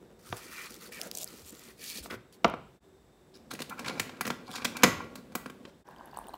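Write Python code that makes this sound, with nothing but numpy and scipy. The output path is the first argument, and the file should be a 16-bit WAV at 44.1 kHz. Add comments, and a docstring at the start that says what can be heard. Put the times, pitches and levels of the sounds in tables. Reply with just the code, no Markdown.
"""In a kitchen, heard close up, fingers leaf through paper tea bags in a card box, pull one out and shut the lid.
After a cut, a plastic brewer's handle is lifted, lowered and slammed and a button pressed;
after a second cut, water dribbles into a mug while the pump hums.
Noise bursts and rubbing noise excite the resonances of box and brewer; drops are noise ticks and short sines.
Soft bumps, a short kitchen echo and steady air with appliance bands complete the sound."""
import sys
import numpy as np
from scipy import signal
from scipy.fft import rfft, irfft, next_fast_len
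from scipy.io import wavfile
from scipy.ndimage import uniform_filter1d, map_coordinates

SR = 44100
rng = np.random.default_rng(int(sys.argv[2]) if len(sys.argv) > 2 else 0)


def generate_wav(signal):
    """Clip the signal to [-1, 1] and save it as 16-bit WAV at the path in sys.argv[1]."""
    frames = np.transpose(np.atleast_2d(signal))
    scaled = np.clip(frames, -1, 1) * 32767
    pcm = np.round(scaled).astype(np.int16)
    wavfile.write(sys.argv[1], SR, pcm)


N = 280917  # length in samples

# strokes of fingers on paper: start_s, length_s, rise_s, hiss_db, flap_hz, scrape_db, scrape_hz
PAPER_STROKES = [(0.186, 0.05, .008, -67, 5000, -72, 1500), (0.226, 0.12, 0.044, -54, 4440, -56, 1200),
                 (0.343, 0.19, 0.03, -53.5, 5070, -54.5, 1580), (0.5, .17, 0.043, -50, 4300, -46.5, 1760),
                 (0.675, 0.093, 0.024, -53.5, 4970, -62, 1480),
                 (0.777, 0.095, 0.045, -50, 5130, -52.5, 1300), (0.911, 0.074, 0.013, -53, 5500, -48, 2220),
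                 (0.982, 0.091, 0.016, -50, 7200, -41, 890), (1.112, 0.067, 0.031, -52.5, 7200, -51.5, 720),
                 (1.163, 0.067, 0.056, -41, 7100, -48.5, 700), (1.255, 0.165, 0.0097, -55, 5700, -62, 1480),
                 (1.425, 0.072, .05, -49, 7700, -64, 1500), (1.511, 0.079, 0.013, -59, 7000, -65, 1500),
                 (1.573, .14, .04, -57.5, 3970, -59.5, 1630), (1.762, 0.23, 0.066, -43.5, 4330, -53, 2200),
                 (2.022, 0.043, 0.01, -51.5, 6000, -58, 1390), (2.095, 0.051, .008, -52.5, 3300, -42, 1300),
                 (2.32, 0.03, 0.0056, -58.5, 3930, -70, 2180)]
# the loudest paper snaps: start_s, peak_db, centre_hz
PAPER_SNAPS = [(0.7058, -38, 10200), (0.7423, -32, 4800), (0.9278, -40, 5500), (0.9455, -38, 8800),
               (1.0146, -17.5, 4700), (1.0331, -33, 6920), (1.1139, -19, 4040), (1.1506, -23, 6700),
               (1.1532, -26, 6150), (1.1729, -19, 6800), (1.1851, -21.5, 7000), (1.2145, -26, 7100),
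               (1.232, -23, 6700), (1.2435, -22, 7400), (1.276, -31, 4630), (1.5508, -38, 4270),
               (1.594, -36.5, 4250), (1.975, -33, 6200), (2.0405, -32.5, 8130), (2.481, -37, 3850),
               (2.499, -37, 3520)]
# colour of the paper hiss: freq_hz, level_db (per Hz)
PAPER_COLOUR = [(530, -44.5), (900, 5), (1760, -7.5), (1910, -11), (2210, 1.5), (3270, 2), (4270, 1),
                (15200, -7.5), (15900, -10), (16500, -43.5)]
# card resonances under a finger: centre_hz, width_hz
CARD_SCRAPE = [(615, 350), (1410, 690), (1883, 590), (2280, 340)]
# resonances of the card box: centre_hz, width_hz, level_db
CARD_BOX = [(158, 23, -8), (236, 110, -1), (380.4, 37, 0.5), (475.7, 42, 0), (693, 61, 4), (950, 68, 0.5),
            (1172, 64, 0.5), (1336, 91, -1.5), (2340, 300, -10.5), (3030, 130, -21), (3550, 130, -15.5)]
# the box shifting: time_s, level_db
BOX_SWAY = [(0.0, -57), (0.19, -61.5), (0.49, -54), (0.83, -54.5), (1.19, -56), (1.53, -56), (1.75, -60.5),
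            (2.08, -51), (2.27, -72.5), (2.44, -55.5)]
# knocks on the box: start_s, crack_db, knock_db, thump_db, crack_tilt_db (per octave, high in the treble)
BOX_KNOCKS = [(0.3253, -25.5, -22.5, -30, 4), (1.9834, -59, -66, -37, 0), (2.0574, -43, -34, -44, 0),
              (2.1077, -32, -42, -33, 6), (2.1263, -44, -46, -32, 23), (2.1396, -43, -38, -32, 5),
              (2.4441, -11, -6.5, -20, 3.5), (2.4502, -32.5, -11, -13, 5), (2.5372, -42, -22, -26, 0)]
# colour of the crack of a box knock: freq_hz, level_db (per Hz)
CARD_CRACK = [(880, -42.5), (1500, 3.5), (3000, -7), (3630, -1.5), (4300, -15.5), (5000, -10.5),
              (16500, -61.5)]
STROKE_STOP_S, REST_DB = 0.0098, -67  # dying-away time constant; faint rustle while the hand stays in the box
CRACKLES, CRACKLE_DB = 220, 7  # count of small chance snaps; typical peak over the hiss of the moment
CARD_CONTACT_S, PLASTIC_CONTACT_S = 0.0048, 0.008  # length scale of the chatter in a blow

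# handle, hinge and fingers sliding: start_s, length_s, rise_s, hiss_db, rub_db
HANDLE_MOVES = [(3.324, 0.047, .02, -66, -69), (3.501, 0.043, .01, -46.5, -44),
                (3.591, 0.031, .01, -52, -47.5), (3.7, 0.029, .01, -72, -40),
                (3.763, 0.067, .02, -52, -46.5), (3.839, 0.057, .02, -47, -40.5),
                (3.89, 0.13, .02, -56.5, -46.5), (3.997, 0.23, .02, -75, -56), (4.237, 0.02, .02, -65, -57),
                (4.419, 0.16, .11, -44, -43.5), (4.59, 0.089, .01, -60, -46),
                (4.707, 0.31, .05, -65, -44.5), (5.155, 0.034, .005, -62.5, -52),
                (5.381, 0.14, .03, -87, -68), (5.652, 0.041, .015, -69, -63)]
# plastic contacts: start_s, crack_db, knock_db, thump_db, crack_tilt_db (per octave, high in the treble)
PLASTIC_CLACKS = [(3.5121, -28, -27.5, -38.5, 6), (3.535, -29, -40, -31, 11), (3.5496, -33, -46, -41, 0),
                  (3.5902, -34, -34, -39, -0.5), (3.6025, -29, -52, -29, 3), (3.6183, -24.5, -48, -48, 1.5),
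                  (3.695, -27.5, -57, -59, 8.5), (3.792, -29, -26, -39, 2), (3.8445, -32, -40, -51, -6),
                  (3.8596, -28.5, -43, -50, -6.5), (3.8803, -22, -50, -57, -5), (3.8946, -26, -47, -28, -6),
                  (3.9962, -14.5, -19.5, -28, 3), (4.093, -36, -33, -66, -5), (4.1682, -45, -49, -44, -4),
                  (4.2087, -18, -16, -29, 9), (4.252, -24, -42, -30, -1.5), (4.266, -23, -27, -30, 10),
                  (4.2758, -23.5, -24, -26, 4.5), (4.3019, -22, -17, -23, -2),
                  (4.558, -28, -44.5, -43.5, -2), (4.5812, -35, -29.5, -41, -3.5),
                  (4.6193, -30.5, -41, -51.5, -10), (4.6456, -18, -23, -38, 2),
                  (4.6507, -15.5, -26, -25.5, -1), (4.7671, -24.5, -27, -49, 3.5),
                  (4.8221, -32.5, -43, -46, 1), (4.8335, -2.5, -3.5, -15.5, 0),
                  (4.8375, -9, -7.5, -12.5, 1), (4.8433, -15, -7.5, -9.5, -5), (4.876, -40.5, -27, -20, 0),
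                  (5.1546, -29.5, -36.5, -46, 9), (5.32, -50, -44, -57, 2), (5.3518, -16, -19.5, -25, 14.5),
                  (5.459, -38, -27, -30, 4), (5.498, -38.5, -34, -37.5, 4.5),
                  (5.6507, -32, -42, -54, -12.5)]
# colour of the plastic crack: freq_hz, level_db (per Hz)
PLASTIC_CRACK = [(1180, -9.5), (2000, -2.5), (4350, -5.5), (5870, -11), (6470, -10.5), (12000, -19),
                 (13200, -20.5), (15500, -23), (16500, -19)]
# resonances of the brewer housing: centre_hz, width_hz, level_db
BREWER_SHELL = [(147, 28, -2.5), (186.4, 16, 1), (242, 30.6, 6), (356, 75, -4.5), (482, 106, -3),
                (731, 43, 0), (1053, 250, 0), (1392, 94, 2), (1610, 110, 0), (2015, 23, -1.5),
                (2320, 170, -1), (3116, 72, -8.5), (4500, 260, -10)]
# the hollow body booming under the hand: time_s, level_db
HOUSING_BOOM = [(3.35, -55.5), (3.45, -61), (3.55, -50), (3.68, -50), (3.96, -40), (4.17, -49),
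                (4.33, -54.5), (4.61, -47), (4.85, -42), (5.04, -45), (5.16, -49), (5.54, -54), (5.7, -51)]
# mug and tray shaken by the housing: pitch_hz, level_db, t60_s
MUG_RINGS = [(1113, -4.5, 0.63), (1393, -2, 0.71), (1570, -12.5, .5), (1955, -1, 0.42)]
MOVE_STOP_S, MUG_DB = 0.01, -25.5  # dying-away time constant; peak of the mug relative to each knock
# hiss of the hinge: centre_hz, width_hz, level_db
HINGE_HISS = [(4070, 280, -4.0), (4250, 1500, 18), (5500, 400, -5.5), (6830, 900, -7.5), (11000, 6800, -14.0)]

# the clearest drops into the mug: start_s, splash_db, splash_hz, cavity_db
MUG_DROPS = [(5.8875, -52.5, 10900, -37.5), (5.9618, -49, 3120, -62), (5.9924, -61, 3090, -41.5),
             (6.0094, -59, 2620, -35), (6.0566, -46, 11300, -62.5), (6.1324, -61, 3000, -35.5),
             (6.146, -48, 4400, -38.5), (6.1719, -33.5, 8500, -26.5), (6.1874, -35.5, 10300, -27),
             (6.2144, -57, 9700, -37), (6.2682, -41.5, 3000, -43), (6.2836, -38, 8850, -35),
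             (6.2924, -45, 4180, -33), (6.336, -43.5, 4200, -37), (6.3404, -40.5, 2930, -27),
             (6.3524, -49, 4100, -58)]
# colour of pump and trickle: freq_hz, level_db (per Hz)
STREAM_COLOUR = [(24, -32), (40, 8), (102, -23), (206, -1), (427, -8.5), (981, -3.5), (1330, -17),
                 (1580, -7), (2200, -24), (2970, -27), (6020, -35), (15300, -46), (16500, -46)]
STREAM_DB = -52  # rms
CAVITY_HZ, CAVITY_SCATTER = 898, 0.046  # air in the mug; share it varies from drop to drop
DROPLETS, DROPLET_DB, DROPLET_HZ = 24, -54, 3310  # small chance drops: count, typical level and splash pitch

# soft bumps of the hands through the worktop: start_s, peak_db, pitch_hz, t60_s
HAND_BUMPS = [(0.301, -40.5, 108, 0.26), (0.324, -33.5, 109, 0.14), (1.43, -48.5, 77.4, 0.14),
              (2.008, -42.5, 62, 0.12), (2.129, -49, 88, 0.083), (2.16, -42.5, 114, 0.15),
              (2.467, -36.5, 67, 0.14), (3.998, -42.5, 104, 0.26), (4.889, -34.5, 109.8, 0.1),
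              (4.968, -41.5, 86.3, 0.15)]
# kitchen reverberation: freq_hz, t60_s
KITCHEN_DECAY = [(100, 1), (300, 0.34), (1000, 0.38), (3000, 0.51), (8000, 0.32), (15000, 0.29)]
ROOM_DB = -10, -10.5, -12.5  # kitchen echo sends of box, brewer, mug
BOX_ECHO_HZ = 2500  # the echo of the box is dull above this
# colour of the kitchen background: freq_hz, level_db (per Hz)
AIR_COLOUR = [(15, -29.5), (25, -29), (48, -1), (114, -9), (154, -2), (197, -4), (389, -9), (422, -8.5),
              (3060, -31), (3600, -30.5), (5570, -32.5), (7920, -36.5), (16500, -39.5)]
AIR_DB = -59  # rms, before a slow waver
# steady appliance bands: centre_hz, width_hz, level_db
APPLIANCE_BANDS = [(377.8, 12, -65), (1710, 33, -81.5), (3620, 110, -79.5), (7760, 400, -80.5)]
# joins between the scenes: time_s, fade_out_s, fade_in_s
SCENE_CUTS = [(2.8, 0.042, 0.04), (5.841, 0.03, 0.036)]
# response of the microphone: freq_hz, level_db
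MICROPHONE_RESPONSE = [(20, -28.5), (35, -12), (55, -2.5), (15700, -1), (16100, -22.5), (16900, -31.5)]
TOP_HZ = 17000  # band limit of the microphone


def tea_bags():
    """Paper hisses and snaps, scrapes on card, and the box sways and knocks."""
    strokes = gestures(PAPER_STROKES, STROKE_STOP_S)
    hiss_db, flap_hz, scrape_db, scrape_hz = np.transpose(PAPER_STROKES)[3:]
    resting = amp(REST_DB) * during([PAPER_STROKES[1], PAPER_STROKES[-2]])
    hiss = amp(hiss_db) @ strokes + resting
    track = hiss * paper_hiss(flap_hz, strokes)
    track += amp(scrape_db) @ strokes * card_scrape(scrape_hz, strokes)
    sway = amp(curves(BOX_SWAY)[0]) * during(BOX_SWAY)
    track += sway * rubbing(modes(CARD_BOX, 0, 600), grain_db=3.5)
    add_snaps(track, hiss, flap_hz, strokes)
    return track + blows(BOX_KNOCKS, CARD_BOX, 550, CARD_CRACK, CARD_CONTACT_S)


def paper_hiss(flap_hz, strokes):
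    """Broad friction noise plus the free flap, whose resonance moves as the fingers shorten it."""
    broad = rubbing(lambda hz: amp(along(PAPER_COLOUR, hz)) * hz ** 2 / (hz ** 2 + 3000 ** 2), grain_db=2.0)
    now = strokes.argmax(axis=0)  # the strongest stroke at each sample
    flaps = np.zeros(N)
    for centre_hz in (3300, 4500, 7200):
        nearness = np.exp(-(np.log(flap_hz / centre_hz) / 0.26) ** 2)
        resonance = sharp(modes([(centre_hz, 0.17 * centre_hz, 0)], 0, SR))
        flaps += nearness[now] * rubbing(resonance, grain_db=5.0)
    return 0.89 * broad + 0.34 * flaps


def card_scrape(scrape_hz, strokes):
    """Friction excites the card; the place of the finger favours some of its resonances."""
    friction = rubbing(lambda hz: np.ones_like(hz), grain_db=1.5)
    now = strokes.argmax(axis=0)
    scrape = np.zeros(N)
    for centre_hz, width_hz in CARD_SCRAPE:
        nearness = np.exp(-(np.log(scrape_hz / centre_hz) / 0.39) ** 2)
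        resonance = sharp(modes([(centre_hz, width_hz, 0)], 0, SR))
        scrape += nearness[now] * unit(filtered(friction, resonance))
    return scrape


def add_snaps(track, hiss, flap_hz, strokes):
    """Paper snaps are noise flicks through a resonance; chance crackles follow the hiss level and flap pitch."""
    at = rng.integers(0, round(PAPER_STROKES[-1][0] * SR), CRACKLES)
    crackle_db = 20 * np.log10(hiss[at] + 1e-6) + CRACKLE_DB + rng.normal(0, 4.2, CRACKLES)
    crackle_hz = flap_hz[strokes.argmax(axis=0)[at]] * np.exp(rng.normal(0, 0.1, CRACKLES))
    t = np.arange(600) / SR
    for s, db, snap_hz in [*PAPER_SNAPS, *zip(at / SR, crackle_db, crackle_hz)]:
        flick = np.exp(-(t / 0.0011) ** 2) * (1 - np.exp(-t / 0.00026)) * rng.standard_normal(len(t))
        resonance = modes([(snap_hz, 1100, 0), (13500, 4000, -11)], 0, SR)
        add(track, s, filtered(flick, resonance), db)


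def brewer():
    """The hinge hisses and rubs through the housing's modes between plastic clacks, which set the mug ringing faintly."""
    moves = gestures(HANDLE_MOVES, MOVE_STOP_S)
    hiss_db, rub_db = np.transpose(HANDLE_MOVES)[3:]
    track = amp(hiss_db) @ moves * rubbing(modes(HINGE_HISS, 0, SR), grain_db=3.5)
    track += amp(rub_db) @ moves * rubbing(sharp(modes(BREWER_SHELL, 600, 3000)), grain_db=4.0)
    boom = amp(curves(HOUSING_BOOM)[0]) * during(HOUSING_BOOM)
    track += boom * rubbing(modes(BREWER_SHELL, 0, 600), grain_db=2.0)
    add_mug_rings(track)
    return track + blows(PLASTIC_CLACKS, BREWER_SHELL, 600, PLASTIC_CRACK, PLASTIC_CONTACT_S)


def add_mug_rings(track):
    """Every clack shakes mug and tray: decaying sines with a soft onset and a slightly varying balance."""
    t = np.arange(SR // 2) / SR
    for s, _, knock_db, *_ in PLASTIC_CLACKS:
        ring = np.zeros(len(t))
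        for hz, db, t60 in MUG_RINGS:
            decay = amp(db + rng.normal(0, 2) - 60 * t / t60)
            ring += decay * np.sin(2 * np.pi * (hz * t + rng.random()))
        add(track, s, ring * (1 - np.exp(-t / 0.003)), knock_db + MUG_DB)


def water():
    """Each drop splashes in the treble and rings the air in the mug, over pump and trickle noise."""
    start_s = SCENE_CUTS[1][0]
    stream = rubbing(lambda hz: amp(along(STREAM_COLOUR, hz)), grain_db=1.5)
    track = amp(STREAM_DB) * stream * (np.arange(N) > start_s * SR)
    when = rng.uniform(start_s, N / SR - .01, DROPLETS)
    a, b, c = rng.standard_normal((3, DROPLETS))
    droplets = zip(when, DROPLET_DB + 3 * a, DROPLET_HZ * np.exp(0.24 * b), DROPLET_DB + 4 * c)
    t = np.arange(1500) / SR
    for s, splash_db, splash_hz, cavity_db in [*MUG_DROPS, *droplets]:
        tick = np.exp(-(t / 0.0031) ** 2) * (1 - np.exp(-t / 0.00036)) * rng.standard_normal(len(t))
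        splash = modes([(splash_hz, 0.06 * splash_hz, 0), (14500, 1500, -16)], 0, SR)
        add(track, s, filtered(tick, splash), splash_db)
        cavity_hz = CAVITY_HZ * np.exp(CAVITY_SCATTER * rng.standard_normal())
        cavity = np.sin(2 * np.pi * cavity_hz * t) * t * np.exp(-(t / 0.0017) ** 2)
        add(track, s, cavity, cavity_db)
    return track


def hands():
    """Soft contacts: a low swing that rises quickly but smoothly and soon dies."""
    track, t = np.zeros(N), np.arange(SR // 4) / SR
    for s, db, hz, t60 in HAND_BUMPS:
        swing = np.sin(2 * np.pi * hz * t) * amp(-60 * t / t60)
        add(track, s, swing * (1 - np.exp(-t / 0.0018)), db)
    return track


def blows(rows, body, split_hz, bright, contact_s):
    """Each contact is a blow and short chatter: a bright crack, the upper modes, a slower push into the low modes."""
    track, t = np.zeros(N), np.arange(SR // 8) / SR
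    rise = 1 - np.exp(-t / np.array([[.001], [.001], [.003]]))
    lengths_s = np.clip(contact_s * np.array([[1], [1.2], [2.2]]), .001, .1)
    for s, crack_db, knock_db, thump_db, tilt_db in rows:
        force = np.exp(-(t / lengths_s) ** 2) * rise * rng.standard_normal((3, len(t)))
        force[1:] += 7 * np.exp(-((t - .0008) / 0.000094) ** 2)  # the single blow
        uneven = ripple(depth_db=2.0)
        crack = lambda hz: amp(along(bright, hz) + uneven(hz) + tilt_db * np.log2(1 + hz / 3000))
        add(track, s, filtered(force[0], crack), crack_db)
        add(track, s, filtered(force[1], modes(body, split_hz, SR)), knock_db)
        add(track, s, filtered(force[2], modes(body, 0, split_hz)), thump_db)
    return track


def rubbing(response, grain_db):
    """Noise of rms 1 broken into clumps, ticks and patches of colour, then sent through a body."""
    ticks = (rng.random(N) < 260 / SR) * amp(4.5 * np.minimum(rng.exponential(size=N), 2))  # about 260 a second
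    clumps = amp(grain_db * (.7 * wobble(35) + .8 * wobble(300)))
    grains = clumps * (rng.standard_normal(N) + 1.4 * grain_db * ticks * rng.standard_normal(N))
    z = signal.stft(grains, nperseg=256)[2]
    # contact points shift, so different resonances light up for a few hundredths of a second
    patches = uniform_filter1d(rng.standard_normal(z.shape), size=4, axis=0)
    patches = uniform_filter1d(patches, size=7, axis=1)
    grains = signal.istft(z * amp(.85 * grain_db * unit(patches)), nperseg=256)[1][:N]
    return unit(filtered(grains, response))


def kitchen(x):
    """Hard walls scatter the sound into noise of the same colour; each frequency dies at its own speed."""
    hop = 128
    frames = dict(fs=SR, nperseg=512, noverlap=512 - hop)
    hz, _, z = signal.stft(x, **frames)
    power = np.abs(z) ** 2
    power = np.where(hz[:, None] > 2000, uniform_filter1d(power, size=4, axis=0), power)
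    keep = amp(-120 * hop / SR / along(KITCHEN_DECAY, hz))  # power kept from frame to frame
    # the walls answer about 9 ms after the sound
    held = np.array([signal.lfilter([0, 0, 0, 1 - k], [1, -k], p) for k, p in zip(keep, power)])
    scatter = signal.stft(rng.standard_normal(N), **frames)[2]
    scatter /= np.sqrt(np.mean(np.abs(scatter) ** 2))
    return signal.istft(np.sqrt(np.abs(held)) * scatter, **frames)[1][:N]


def background():
    """Gently wavering air noise with a few steady, narrow appliance bands."""
    air = unit(filtered(rng.standard_normal(N), lambda hz: amp(along(AIR_COLOUR, hz))))
    track = amp(AIR_DB + 0.46 * wobble(3.7)) * air
    for centre_hz, width_hz, db in APPLIANCE_BANDS:
        band = filtered(rng.standard_normal(N), modes([(centre_hz, width_hz, 0)], 0, SR))
        track += amp(db) * unit(band)
    return track


def amp(db):
    """Decibels to gain."""
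    return 10 ** (np.asarray(db) / 20)


def unit(x):
    """Scaled to rms 1."""
    return x / np.sqrt(np.mean(x ** 2) + 1e-20)


def along(points, hz):
    """Values of (Hz, value) points, read on a log frequency axis."""
    f, v = np.transpose(points)
    return np.interp(np.log(hz + 1), np.log(f + 1), v)


def wobble(rate):
    """A smooth random curve, rate knots a second."""
    return map_coordinates(rng.standard_normal(int(N * rate / SR) + 4), [np.arange(N) * rate / SR])


def filtered(x, response):
    """x sent through a complex response of frequency."""
    m = next_fast_len(len(x) + 8192)
    return irfft(rfft(x, m) * response(np.fft.rfftfreq(m, 1 / SR)), m)[:len(x)]


def modes(table, lo_hz, hi_hz):
    """Causal response of the resonances between two frequencies, with alternating signs."""
    return lambda f: sum((-1) ** k * amp(db) * 1j * f * abs(w) / (c * c - f * f + 1j * f * abs(w))
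                         for k, (c, w, db) in enumerate(table) if lo_hz <= c < hi_hz)


def sharp(response):
    """A resonance passed twice, so the valleys stay dark."""
    return lambda hz: response(hz) ** 2


def ripple(depth_db):
    """Uneven colour of one contact: random peaks and dips about a kilohertz apart."""
    knots = depth_db * rng.standard_normal(20)
    return lambda hz: np.interp(hz, np.linspace(0, SR / 2, len(knots)), knots)


def gestures(rows, stop_s):
    """Envelope of each row: a rise, a hold, a quick dying away."""
    t = np.arange(N) / SR
    return np.array([np.clip((t - s) / rise, 0, 1) ** 2 * np.exp(-np.clip(t - s - length, 0, 1) / stop_s)
                     for s, length, rise, *_ in rows])


def curves(rows):
    """One value per sample for each column after the time; the ends hold."""
    s, *cols = np.transpose(rows)
    return [np.interp(np.arange(N) / SR, s, c) for c in cols]


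def during(rows):
    """1 from the first row's time to the last row's, else 0."""
    t = np.arange(N) / SR
    return (t > rows[0][0]) & (t < rows[-1][0])


def add(track, s, sound, db):
    """Mix a sound into the track at a time and peak level."""
    part = track[round(s * SR):][:len(sound)]
    part += amp(db) * sound[:len(part)] / np.abs(sound).max()


def scene():
    """Three scenes in the kitchen joined by short fades through silence."""
    box, machine, mug = tea_bags(), brewer(), water()
    dull_box = filtered(box, lambda hz: 1 / (1 + 1j * hz / BOX_ECHO_HZ))
    echo = kitchen(amp(ROOM_DB) @ [dull_box, machine, mug])
    mix = box + machine + mug + echo + hands() + background()
    for s, fade_out, fade_in in SCENE_CUTS:
        mix *= np.interp(np.arange(N) / SR, [s - fade_out, s, s + fade_in], [1, 0, 1])
    return mix[None]


def record(dry):
    """The microphone rolls off at both ends and keeps nothing above its band limit."""
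    return filtered(dry[0], lambda hz: amp(along(MICROPHONE_RESPONSE, hz)) * (hz < TOP_HZ))[None]


dry = scene()
out = record(dry)
generate_wav(out)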